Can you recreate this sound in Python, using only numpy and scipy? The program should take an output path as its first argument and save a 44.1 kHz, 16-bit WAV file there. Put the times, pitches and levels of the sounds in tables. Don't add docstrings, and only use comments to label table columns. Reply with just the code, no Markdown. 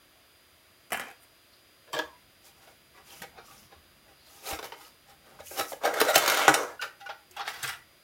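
import sys
import numpy as np
from scipy import signal
from scipy.fft import rfft, irfft
from scipy.io import wavfile
from scipy.ndimage import uniform_filter1d, map_coordinates

SR = 44100
rng = np.random.default_rng(int(sys.argv[2]) if len(sys.argv) > 2 else 0)


def to_wav(sig):
    pcm = np.clip(np.atleast_2d(sig), -1, 1) * 32767
    pcm = np.round(pcm).astype(np.int16)
    wavfile.write(sys.argv[1], SR, pcm.T)


N = 354475
TIME = np.arange(N) / SR
THUD, BODY, EDGE, CRACK = (70, 380), (380, 2000), (2000, 5500), (5500, 17000)


def undb(db):
    return 10 ** (np.asarray(db) / 20)


def unit(x):
    return x / np.sqrt(np.mean(x ** 2))


def band(x, lo_hz, hi_hz, order=3):
    high = min(hi_hz, SR / 2 - 1)
    return signal.sosfilt(signal.butter(order, [lo_hz, high], "band", fs=SR, output="sos"), x)


def spectral_gain(points, size):
    hz, db = np.transpose(points)
    f = np.fft.rfftfreq(size, 1 / SR)
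    return undb(np.interp(np.log(f + 1), np.log(hz), db))


def colour(x, points):
    return unit(irfft(rfft(x) * spectral_gain(points, len(x)), len(x)))


def add(out, s, x):
    i = int(s * SR)
    out[i:i + len(x)] += x[:N - i]


def gesture(s, db):
    return uniform_filter1d(undb(np.interp(TIME, s, db, left=-200, right=-200)), size=400)


def walk(rate):
    knots = rng.standard_normal(int(N / SR * rate) + 2)
    return unit(np.interp(TIME * rate, np.arange(len(knots)), knots))


def slips(rate, spread_db, n):
    size = undb(spread_db * np.minimum(rng.exponential(size=n), 4))
    occurs = rng.random(n) < rate / SR
    return unit(occurs * size * rng.choice([-1, 1], n))


def ring(modes, t, scatter_db=2.4, flex=0.0255):
    hz, db, t60 = np.transpose(modes)[:, :, None]
    bend, weight, sign = rng.standard_normal((3, len(modes), 1))
    waves = np.sin(2 * np.pi * hz * (1 + flex * bend) * t) * np.sign(sign)
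    return np.sum(undb(db + scatter_db * weight - 60 * t / t60) * waves, axis=0)


def favour(x, hz, boost_db, q=4):
    return x + undb(boost_db) * signal.lfilter(*signal.iirpeak(hz, q, fs=SR), x)


def contact(t, rise, fall, chatter_db):
    swell = np.exp(np.where(t < 0, t / max(rise, 1 / SR), -t / max(fall, 1 / SR)))
    slipping = slips(5000, 3.3, len(t)) * swell
    force = undb(chatter_db) * np.sqrt(fall / 0.0061) * slipping / (np.linalg.norm(slipping) + 1e-9)
    force[np.searchsorted(t, 0)] += np.exp(-rise / 0.0032)
    return force


def click(points, size):
    cepstrum = irfft(np.log(spectral_gain(points, size)), size)[:size // 2]
    cepstrum[1:] *= 2
    return unit(irfft(np.exp(rfft(cepstrum, size)), size))


TAP_S, CHATTER_GROWTH, THUD_LOSS_DB_PER_S, CLICK_S = 0.00059, 0.31, 1096, 0.00046


def knocks(hits, modes, spectrum, modes_db, dense_t60, crack_t60, chatter_db, boost_db, level_db,
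           thud_db, edge_db, edge_share, chatter_s, click_db):
    out, t = np.zeros(N), TIME[:SR // 3]
    lead = SR // 25
    blow = slice(lead, lead + SR // 83)
    first_wave = np.roll(click(spectrum, len(t)), lead)
    for s, strength, bright, hz, rise in hits:
        fall = chatter_s * (rise / TAP_S) ** CHATTER_GROWTH
        force = contact(t - lead / SR, rise, fall, chatter_db)
        dense = colour(rng.standard_normal(len(t)), spectrum)
        shell = unit(dense * undb(-60 * t / dense_t60)) + undb(modes_db) * unit(ring(modes, t))
        ringing = unit(signal.fftconvolve(force, shell)[:len(t)])
        ringing += undb(click_db) * np.exp(-rise / CLICK_S) * first_wave
        tick = signal.fftconvolve(force, dense * undb(-60 * t / crack_t60))[:len(t)]
        thud, edge, crack = band(ringing, *THUD), band(ringing, *EDGE), band(tick, *CRACK)
        body = favour(band(ringing, *BODY), hz, boost_db)
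        balance = thud_db - THUD_LOSS_DB_PER_S * rise, 0, edge_db + edge_share * bright, bright
        for db, part in zip(balance, (thud, body, edge, crack)):
            add(out, s - lead / SR, undb(level_db + strength + db) * part / np.std(part[blow]))
    return out


def shaken(grains, modes, spectrum, modes_db, shift_db=3.0, flex=.025):
    ringing = 0
    for hz, db, t60 in modes:
        q = np.pi * hz * t60 / np.log(1000)
        mode = signal.lfilter(*signal.iirpeak(hz, q, fs=SR), grains)
        ringing = ringing + unit(mode) * np.sqrt(t60) * undb(db + shift_db * walk(14))
    flexed_clock = np.cumsum(1 + flex * walk(16))
    flexed = map_coordinates(ringing, [flexed_clock], order=1, mode="mirror")
    return colour(grains, spectrum) + undb(modes_db) * unit(flexed)


def crinkles(count, low_hz, high_hz, cycles, spread_db):
    out, t = np.zeros(N), TIME[:SR // 20]
    for when, pitch, size in rng.random((count, 3)):
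        hz = low_hz * (high_hz / low_hz) ** pitch
        snap = np.sin(2 * np.pi * hz * t) * np.exp(-t * hz / cycles)
        add(out, when * TIME[-1], undb(-spread_db * np.log(max(size, 1 / 20))) * snap)
    return unit(out)


def friction(body, surface, body_gain, edge_gain, hiss_gain):
    parts = band(body, 270, BODY[1]), band(surface, *EDGE), band(surface, *CRACK)
    return sum(unit(part) * gain for part, gain in zip(parts, (body_gain, edge_gain, hiss_gain)))


STROKE_ATTACK_DB_PER_S, STROKE_RELEASE_DB_PER_S = 362.5, 286.5
STROKE_ARCH_DB, STROKE_WAVER_DB = 1, 0.9


def strokes(starts, lengths, levels):
    curves = []
    for s, length, level in zip(starts, lengths, levels):
        arch = STROKE_ARCH_DB * np.minimum((2 * (TIME - s) / length - 1) ** 2, 1)
        attack = STROKE_ATTACK_DB_PER_S * np.maximum(s - TIME, 0)
        release = STROKE_RELEASE_DB_PER_S * np.maximum(TIME - s - length, 0)
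        curves.append(level - arch - attack - release)
    return undb(np.max(curves, axis=0))


def resonance(hz, half_width_hz, rate, spread_db):
    carrier = np.sin(2 * np.pi * np.cumsum(hz) / SR)
    return unit(band(slips(rate, spread_db, N), 3.8, half_width_hz, order=2) * carrier)


# (time [s], relative strength [dB], brightness [dB], main resonance [Hz], build-up [s])
TRAY_HITS = [(2.672, -52.5, -32, 644, 0.0037), (2.975, -53, -15, 1140, 0.021),
             (3.2185, -41.5, -2, 1610, 0.0004), (3.232, -43, -13, 1499, .0008),
             (3.384, -45, -41, 1420, 0.013), (3.52, -57, -25, 1140, 0.028),
             (3.722, -50.5, -34, 844, 0.0055), (4.485, -45.5, 2, 1500, 0.00057),
             (4.509, -38, -18, 610, 0.0006), (4.521, -41, -11, 610, 0.00017),
             (4.53, -36, -10, 590, 0.00045), (4.545, -42.5, -2.5, 1500, 0.00033),
             (4.5895, -37, -17, 940, 0.0001), (4.6275, -40, -9.5, 605, 0.0002),
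             (4.641, -40.5, -6, 577, 0.00036), (4.652, -46, -1, 600, .0004),
             (4.7213, -38.5, -19, 870, 0.0003), (4.737, -47, -20, 600, 0.0013),
             (4.808, -51.5, -4, 865, 0.0038), (5.1, -57.5, -2, 777, 0.021), (6.838, -41, -10, 482.5, 0.023)]
BUCKLES = [(5.389, -48, -28, 1240, 0.00092), (5.405, -42, -15.5, 625, 0.012),
           (5.511, -40.5, -42, 457, 0.0022), (5.5955, -29.5, -6, 676, 0.00076),
           (5.61, -31, -8.5, 1250, 0.001), (5.7195, -34.5, -25, 730, 0.00026),
           (5.729, -34.5, -18, 510, 0.0029), (5.836, -29.5, -20, 595, 0.00049),
           (5.855, -23, -14.5, 610, 0.0072), (5.876, -26.5, -28, 585, 0.0005),
           (5.94, -33, -6.5, 1450, 0.00092), (5.97, -30.5, -20, 500, 0.00045),
           (5.984, -29, -18, 1530, 0.0041), (6.003, -25, -2, 1386, 0.0022), (6.0138, -18, -9, 508, 0.00029),
           (6.031, -38.5, -16, 600, .0003), (6.051, -39, -1.5, 1500, 0.00028),
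           (6.084, -32, -9, 1400, 0.0008), (6.1, -23.5, -11.5, 600, 0.019),
           (6.146, -26, -5.5, 1350, 0.0085), (6.1545, -27, 1, 1400, 0.0011),
           (6.1578, -17, -1.5, 642, 0.0002), (6.169, -25.5, -19, 640, 0.0017),
           (6.179, -30, 6.5, 644, .0002), (6.261, -28.5, -3.5, 1500, .0001),
           (6.2775, -24, -2.5, 1246, 0.00035), (6.286, -32, -3, 1490, .0003),
           (6.2995, -29.5, 2.5, 1594, 0.0002), (6.3195, -34, -2, 1493, .0002),
           (6.345, -29, -5, 1360, 0.0003), (6.373, -32, -4, 1403, .0003), (6.394, -32.5, -9, 1196, .0001),
           (6.453, -32.5, -10.5, 2700, .0002)]
POPS = [(6.4803, -10.5, -11.5, 1130, 0.00045), (6.4915, -18, -9, 1655, 0.0019),
        (6.5412, -25.5, 4.5, 1250, 0.0016)]
# (nominal frequency [Hz], relative level [dB], 60 dB decay time [s])
TRAY_MODES = [(294.4, -10, 0.284), (372, -10, 0.23), (458, -0.5, 0.078), (563, -3.5, 0.16),
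              (636, 2.5, 0.052), (706, -9, 0.026), (795, 3.5, 0.078), (932, -1, 0.1), (1120, -21.5, 0.11),
              (1237, -1, 0.071), (1462, -2, 0.085), (1600, -0.5, 0.1), (1918, -3, 0.059), (2190, -12, 0.28),
              (2670, -13.5, 0.083), (3010, -9, 0.12), (3587, -0.5, 0.024), (3990, -10.5, 0.1),
              (5680, -8.5, 0.056), (6400, -14.5, 0.17), (6980, -13, 0.17)]
# (frequency [Hz], relative spectral level [dB])
TRAY_COLOUR = [(47, -53), (80, -30), (208, -23), (289, -3), (404, -2.5), (629, 1), (1000, -6), (1280, -1),
               (1780, -13.5), (1990, -14), (5280, -22.5), (6590, -25.5), (8230, -28), (15000, -28),
               (16000, -35)]


def tray_knocks(pop_top_hz=10500):
    shell = dict(modes=TRAY_MODES, spectrum=TRAY_COLOUR, modes_db=-3.0, dense_t60=0.034,
                 crack_t60=0.025, level_db=-1.5)
    knocked = knocks(TRAY_HITS, **shell, chatter_db=13.0, boost_db=-1.5, thud_db=-14.0,
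                     edge_db=-0.5, edge_share=0.17, chatter_s=0.0077, click_db=-6.5)
    buckled = knocks(BUCKLES, **shell, chatter_db=3.5, boost_db=11.5, thud_db=-17.0,
                     edge_db=1.0, edge_share=0.63, chatter_s=0.0036, click_db=-0.5)
    popped = knocks(POPS, **shell, chatter_db=-3.5, boost_db=-21.0, thud_db=-19.5,
                    edge_db=-1.5, edge_share=0.8, chatter_s=0.0042, click_db=7)
    return knocked + buckled + band(popped, 30, pop_top_hz, order=2)


# (time [s], relative level [dB], brightness [dB])
SCRAPE = [(5.81, -48, -12), (5.85, -36.5, 6), (5.91, -31.5, -13), (5.979, -35, -1), (6.12, -32, -6.5),
          (6.24, -33, 2), (6.33, -29, 0.5), (6.385, -27.5, 2.5), (6.46, -31, -0.5), (6.52, -32, -7.5),
          (6.59, -28.5, -10.5), (6.66, -39, -10), (6.762, -49.5, -12)]
# (frequency [Hz], relative spectral level [dB])
SCRAPE_COLOUR = [(59, -60.5), (100, -24), (202, -22.5), (420, -4.5), (595, 3.5), (970, -3), (1300, 2.5),
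                 (1600, -6.5), (1850, -15), (2150, -6.5), (2470, -15.5), (3540, -12), (4670, -19.5),
                 (6700, -19.5), (7940, -22.5), (13500, -25.5), (16000, -28)]


def scrape(modes_db=-4, judder_db=2.3, level_db=-1.7, edge_db=-2.5, hiss_db=-9.5, hiss_share=0.62,
           crinkle_db=-6):
    grains = slips(3500, 2.0, N) * undb(judder_db * walk(90))
    shell = shaken(grains, TRAY_MODES, SCRAPE_COLOUR, modes_db)
    s, db, bright = np.transpose(SCRAPE)
    body_gain, edge_gain = gesture(s, db), gesture(s, db + edge_db + bright)
    hiss_gain = gesture(s, db + hiss_db + hiss_share * bright)
    catches = crinkles(count=1100, low_hz=907, high_hz=6400, cycles=9.8, spread_db=3.6)
    dragging = friction(shell, shell, body_gain, edge_gain, hiss_gain)
    return undb(level_db) * (dragging + undb(crinkle_db) * edge_gain * catches)


# (time [s], level [dB], pitch [Hz])
GROAN = [(5.825, -57, 600), (5.861, -44, 588), (5.911, -43, 501), (5.95, -37, 479), (5.99, -49.5, 440),
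         (6.041, -39.5, 369.3), (6.075, -38.5, 510.7), (6.115, -36.5, 625), (6.18, -38, 630),
         (6.24, -45.5, 599), (6.32, -45.5, 630), (6.41, -36.5, 630.5), (6.47, -43.5, 599.6),
         (6.539, -40.5, 470), (6.61, -37, 462), (6.66, -48.5, 467), (6.76, -63, 471)]


def groan(half_width_hz=32):
    s, db, hz = np.transpose(GROAN)
    return gesture(s, db) * resonance(np.interp(TIME, s, hz), half_width_hz, 690, 2.5)


# (time [s], frequency [Hz], nominal level [dB], decay to 1/e [s])
CLINKS = [(6.7935, 1467, -23, 0.0068), (7.009, 797, -46.5, 0.067), (7.0595, 1470, -32, 0.016),
          (7.305, 364, -54.5, 0.032), (7.395, 812, -29.5, 0.02), (7.4, 1220, -37, .01)]


def clinks(overtone=1.93, overtone_db=-13.5, attack_s=0.0044):
    out, t = np.zeros(N), TIME[:SR // 3]
    for s, hz, db, decay in CLINKS:
        phase = 2 * np.pi * hz * t
        note = np.sin(phase) + undb(overtone_db) * np.sin(overtone * phase)
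        add(out, s, undb(db) * note * np.exp(-t / decay) * (1 - np.exp(-t / attack_s)))
    return out


# (frequency [Hz], relative spectral level [dB])
RUB_COLOUR = [(1200, 4), (2800, 3), (4500, 2), (6500, 2), (8000, -3), (10500, 2), (15500, -2)]


def rub(rows, modes, spectrum, modes_db, level_db, edge_db, edge_share, flutter_db=1.7, crackle_db=-7):
    grains = slips(13000, 1.8, N) * undb(flutter_db * walk(60))
    s, length, hiss, along = np.transpose(rows)
    body = shaken(grains, modes, spectrum, modes_db)
    crackle = crinkles(count=1300, low_hz=2260, high_hz=9240, cycles=9, spread_db=3.5)
    surface = colour(grains, RUB_COLOUR) + undb(crackle_db) * crackle
    levels = hiss + along, hiss + edge_db + edge_share * along, hiss
    gains = [strokes(s, length, db) for db in levels]
    return undb(level_db + STROKE_WAVER_DB * walk(24.65)) * friction(body, surface, *gains)


# (time [s], relative strength [dB], brightness [dB], main resonance [Hz], build-up [s])
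LIFTED_HITS = [(6.8145, -36, -6, 1494, 0.0011), (6.8225, -30.5, -11, 1406, 0.00067),
               (6.834, -35.5, -28, 1700, 0.00058), (7.007, -47, -10, 1630, 0.0045),
               (7.062, -44.5, -13, 1420, 0.0033), (7.091, -34, -28, 780, 0.00089),
               (7.098, -39, -20, 1350, 0.0015), (7.11, -48, -29, 1500, 0.0016),
               (7.3115, -70, 19, 402, 0.00018), (7.366, -37, -11.5, 804, 0.0011),
               (7.379, -40.5, -18, 820, 0.0017), (7.394, -34.5, -18, 1200, 0.0017),
               (7.407, -33.5, -20, 1210, 0.0017), (7.422, -43, -36, 1200, 0.0017),
               (7.452, -41, -24, 1570, .003), (7.467, -40, -15, 1800, .004),
               (7.4772, -30, -12, 1570, 0.00014), (7.488, -42.5, -3, 1400, 0.0012),
               (7.503, -45, -15, 1110, 0.001), (7.538, -44.5, -4, 1535, 0.0036),
               (7.63, -37.5, 5.5, 1550, 0.0014), (7.639, -33.5, -9, 1560, 0.0026),
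               (7.659, -47, 5, 1400, 0.00091), (7.677, -38, 2, 1460, 0.00022),
               (7.69, -36, -1.5, 1330, 0.003), (7.725, -41.5, -10, 1380, 0.0071)]
# (nominal frequency [Hz], relative level [dB], 60 dB decay time [s])
LIFTED_MODES = [(446, -1, 0.06), (810, -1.5, 0.073), (1200, 2, 0.04), (1393, 13.5, 0.036),
                (1580, 10.5, 0.046), (1930, 0, 0.12), (2330, -24, 0.045), (2805, -0.5, 0.097),
                (3310, 5.5, 0.035), (4080, -13, 0.036), (4690, -9, 0.049)]
# (frequency [Hz], relative spectral level [dB])
LIFTED_COLOUR = [(47, -42), (80, -5), (133, -10), (242, -18), (451, -6), (563, -15), (802, 4), (1000, -4),
                 (1430, -1.5), (2080, -9), (2600, -7.5), (6170, -19), (8050, -29), (15000, -29),
                 (16000, -41)]
# (time [s], length [s], relative hiss [dB], tray sounding along, relative to the hiss [dB])
SLIDE = [(7.385, 0.03, -61.5, 16), (7.485, 0.019, -47, 5.9), (7.54, 0.16, -52, 6),
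         (7.645, 0.046, -46.5, 1.8)]


def lifted_tray():
    rattle = knocks(LIFTED_HITS, LIFTED_MODES, LIFTED_COLOUR, modes_db=-3.5, dense_t60=0.047,
                    crack_t60=0.0085, chatter_db=6.0, boost_db=5.0, level_db=-3.0, thud_db=-27.5,
                    edge_db=2.0, edge_share=0.32, chatter_s=0.0082, click_db=-5.5)
    slide = rub(SLIDE, LIFTED_MODES, LIFTED_COLOUR, modes_db=-9, level_db=-5.0, edge_db=6, edge_share=0.28)
    return rattle + clinks() + slide


# (time [s], relative strength [dB], brightness [dB], main resonance [Hz], build-up [s])
TABLE_HITS = [(0.905, -47, -6, 720, 0.00065), (0.9202, -28, -9, 690, 0.00034),
              (0.9303, -31, -3, 700, 0.00028), (0.944, -32.5, -23, 1710, 0.00094),
              (0.9535, -40, -20, 2500, .0002), (0.969, -44, -20, 1370, 0.00035),
              (0.973, -38, -7, 1370, 0.00037), (0.997, -33.5, -10, 1560, 0.00005),
              (1.0035, -44, -3, 1500, 0.00046), (1.0135, -40.5, -22, 3050, 0.00035),
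              (1.0195, -41, -24, 1500, .0001), (1.0365, -44, -22, 3030, .0002),
              (1.054, -47, -22, 2600, .0003), (1.068, -45.5, -20, 720, 0.00074),
              (1.083, -46, -13, 720, 0.0018), (1.102, -48.5, -12, 3050, .0002),
              (1.112, -51, -8, 1660, 0.00048), (1.235, -65.5, 7, 1450, 0.02)]
# (nominal frequency [Hz], relative level [dB], 60 dB decay time [s])
PART_MODES = [(562, -8, 0.049), (720, 3, 0.046), (1433, 3, 0.036), (1590, -1, 0.055), (1720, -4, 0.06),
              (2020, -18, 0.1), (2420, -0.5, 0.14), (3110, -12, 0.3)]
# (frequency [Hz], relative spectral level [dB])
PART_COLOUR = [(47, -49), (80, -22), (186, -8), (259, 0.5), (338, -17), (575, -4.5), (615, -37), (718, -4),
               (1140, -9), (1700, -8), (2540, -6.5), (3120, -12), (3600, -20), (4730, -25), (5520, -19),
               (9190, -4), (16000, -10.5)]


def part_on_table():
    return knocks(TABLE_HITS, PART_MODES, PART_COLOUR, modes_db=-8.5, dense_t60=0.089,
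                  crack_t60=0.014, chatter_db=4.5, boost_db=-4, level_db=-2.0, thud_db=-14.5,
                  edge_db=-3.5, edge_share=0.028, chatter_s=0.0032, click_db=-1)


# (time [s], relative strength [dB], brightness [dB], main resonance [Hz], build-up [s])
DROP_HITS = [(1.878, -56, -30, 1402, 0.0037), (1.931, -34.5, -8.5, 1190, 0.0022),
             (1.939, -34.5, -16, 1180, 0.0011), (1.948, -36, -18, 474, 0.00092),
             (1.965, -31, -27, 470, 0.0012), (1.98, -37, -15, 468, 0.00057),
             (1.9898, -28, -15.5, 1090, 0.00028), (1.9975, -32.5, -26, 470, 0.00022),
             (2.0065, -45, -19, 470, 0.00036), (2.019, -43, -28, 626, 0.0006)]
# (nominal frequency [Hz], relative level [dB], 60 dB decay time [s])
DROP_MODES = [(317, 3.5, 0.073), (476, 1.5, 0.081), (610, 1, 0.092), (913, -14, 0.13), (1110, -4, 0.06),
              (1637, 1, .07), (2330, -13, .05), (3165, 7.5, 0.04), (3610, 1, 0.052)]
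# (frequency [Hz], relative spectral level [dB])
DROP_COLOUR = [(47, -56), (80, -24), (146, -17), (271, -25), (316, -10), (386, -27), (643, 2.5),
               (702, -3.5), (1090, 0.5), (1460, -13), (1650, -3), (2000, -13.5), (3100, -10), (3790, -13.5),
               (16000, -21)]


def part_into_tray():
    return knocks(DROP_HITS, DROP_MODES, DROP_COLOUR, modes_db=0.0, dense_t60=0.042,
                  crack_t60=0.0078, chatter_db=-6.5, boost_db=1.5, level_db=-1.0, thud_db=-21,
                  edge_db=-0.5, edge_share=0.21, chatter_s=0.011, click_db=-0.5)


def settle(start_s=2.03, end_s=2.166, first_hz=1170, last_hz=970, first_db=-57, last_db=-58,
           wobble_db=2.5, wobble=.028):
    hz = np.interp(TIME, [start_s, end_s], [first_hz, last_hz]) * (1 + wobble * walk(150))
    rocking = unit(np.sin(2 * np.pi * np.cumsum(hz) / SR) * undb(wobble_db * walk(96)))
    return rocking * gesture([start_s, end_s, end_s + 0.03], [first_db, last_db, last_db - 25])


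# (time [s], length [s], relative hiss [dB], box sounding along, relative to the hiss [dB])
RUBS = [(1.54, .015, -71, -9), (2.46, 0.011, -52.5, -7), (2.58, 0.13, -61, 5), (3.085, 0.12, -50, -4.5),
        (3.46, 0.17, -56, -8), (4.09, 0.033, -67.5, 13), (4.27, 0.39, -55, -4), (4.47, 0.039, -36, -2),
        (4.655, 0.01, -48.5, 6), (4.77, 0.11, -55.5, -0.5), (5.26, 0.096, -65, 10), (5.465, 0.11, -43, -32),
        (5.592, 0.015, -32, 2), (5.695, 0.014, -38, -37)]


def gloves_and_paper():
    return rub(RUBS, TRAY_MODES, TRAY_COLOUR, modes_db=1.5, level_db=-4.5, edge_db=-0.5, edge_share=0.21)


def rasps(rows, half_width_hz, flutter_db):
    s, length, db, hz = np.transpose(rows)
    halfway = (s[:-1] + length[:-1] + s[1:]) / 2
    pitch = hz[np.searchsorted(halfway, TIME)]
    judder = undb(flutter_db * walk(62))
    return resonance(pitch, half_width_hz, 2500, 2.6) * judder * strokes(s, length, db)


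# (time [s], length [s], level [dB], centre [Hz])
SCUFFS = [(1.54, .018, -64.5, 4350), (3.1, 0.11, -65, 2485), (3.455, 0.035, -64, 5440),
          (3.58, .055, -64.5, 5520), (4.198, 0.07, -65, 4460), (4.642, .025, -69, 6900),
          (4.85, .04, -65, 4770), (6.435, 0.049, -34, 2870), (6.58, 0.056, -50, 6050),
          (7.357, 0.032, -55, 2560), (7.55, 0.018, -55, 3210)]
# (time [s], length [s], level [dB], pitch [Hz])
CREAKS = [(0.14, 0.064, -69, 683), (1.885, .03, -57, 564), (2.17, .025, -67, 2050),
          (2.968, .025, -64, 1150), (3.11, .06, -64, 2740), (3.378, 0.0197, -53, 781),
          (3.49, .05, -60, 1194), (3.727, 0.024, -62, 1132), (4.563, 0.009, -52, 1300),
          (5.1, .03, -70, 1280), (5.27, .05, -66.5, 1300), (7.8, 0.021, -64, 1946),
          (7.945, .015, -69.5, 630)]


def scuffs_and_creaks():
    scuffs = rasps(SCUFFS, half_width_hz=510, flutter_db=2.5)
    return scuffs + rasps(CREAKS, half_width_hz=79, flutter_db=1.5)


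# (time [s], frequency [Hz], nominal level [dB], decay to 1/e [s])
THUMPS = [(1.936, 148, -42, 0.02), (2.041, 74, -56, 0.045), (3.211, 186, -40.5, 0.013),
          (3.76, 81, -54, 0.042), (4.527, 73, -28.5, 0.0084), (4.53, 315, -42, 0.018), (5.6, 91, -46, .03),
          (7.69, 79.5, -51, .03), (5.4, 84, -53.5, 0.076), (6.161, 156.6, -35, 0.013),
          (6.49, 145, -32.5, 0.025), (6.495, 301, -25, 0.034), (7.634, 127.4, -39, 0.018)]


def thumps(attack_s=0.0045):
    out, t = np.zeros(N), TIME[:SR // 3]
    for s, hz, db, decay in THUMPS:
        swing = np.sin(2 * np.pi * hz * t) * np.exp(-t / decay)
        add(out, s, undb(db) * swing * (1 - np.exp(-t / attack_s)))
    return out


# (time [s], level [dB])
RUMBLE = [(1.9, -72), (2.1, -72), (2.8, -73.5), (3.2, -66.5), (3.7, -66.5), (4.1, -75.5), (4.55, -67.5),
          (4.8, -75), (5.4, -68), (6.6, -70), (7.0, -83), (7.7, -66), (8.0, -79)]


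def rumble(low_hz=35, high_hz=230, waver_db=2):
    pushes = unit(band(rng.standard_normal(N), low_hz, high_hz, order=2))
    return pushes * undb(waver_db * walk(11)) * gesture(*np.transpose(RUMBLE))


# (frequency [Hz], 60 dB decay time [s])
ROOM = [(150, 0.3), (500, 0.27), (1500, 0.31), (4000, 0.21), (8000, 0.28), (14000, 0.3)]


def room(x, gap_s=0.0022, build_s=0.0029):
    t = TIME[:SR * 2 // 3]
    hz, t60 = np.transpose(ROOM)
    edges = np.geomspace(50, 18000, 10)
    tail = 0
    for lo, hi in zip(edges, edges[1:]):
        decay = np.interp(np.log(lo * hi) / 2, np.log(hz), t60)
        tail = tail + band(rng.standard_normal(len(t)), lo, hi) * undb(-60 * t / decay)
    tail *= np.clip((t - gap_s) / build_s, 0, 1)
    return signal.fftconvolve(x, tail / np.linalg.norm(tail))[:N]


# (frequency [Hz], relative spectral level [dB])
AIR = [(15, -59), (25, -28.5), (42, -8.5), (84, -1.5), (137, -6.5), (195, -10), (301, -5.5), (394, -9.5),
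       (659, -5), (840, -13), (1160, -8), (3430, -9.5), (4500, -13.5), (4950, -15), (5500, -18.5),
       (6900, -19), (8100, -23), (9500, -15.5), (16000, -19)]
# (nominal frequency [Hz], nominal rms level [dB])
WHINE = [(360.7, -79), (4861, -71), (13430, -91.5)]


def background(air_db=-60.5, waver_db=1.0, jitter=0.00177):
    air = colour(rng.standard_normal(N), AIR) * undb(air_db)
    turning = 2 * np.pi * np.cumsum(1 + jitter * walk(60)) / SR
    tones = sum(undb(db) * np.sqrt(2) * np.sin(hz * turning) for hz, db in WHINE)
    return air + tones * undb(waver_db * walk(5.32))


def scene():
    near = tray_knocks() + scrape() + groan() + part_into_tray() + settle()
    near += gloves_and_paper() + scuffs_and_creaks() + thumps() + rumble()
    lifted, part = lifted_tray(), part_on_table()
    reflected = room(undb(-9.0) * near + undb(-8.0) * lifted + undb(-8.5) * part)
    mono = near + lifted + part + reflected + background()
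    return np.array([mono, mono])


def record(dry, top_hz=15900):
    low_pass = signal.ellip(10, .2, 70, top_hz, fs=SR, output="sos")
    return signal.sosfilt(low_pass, np.clip(dry, -1, 1))


dry = scene()
out = record(dry)
to_wav(out)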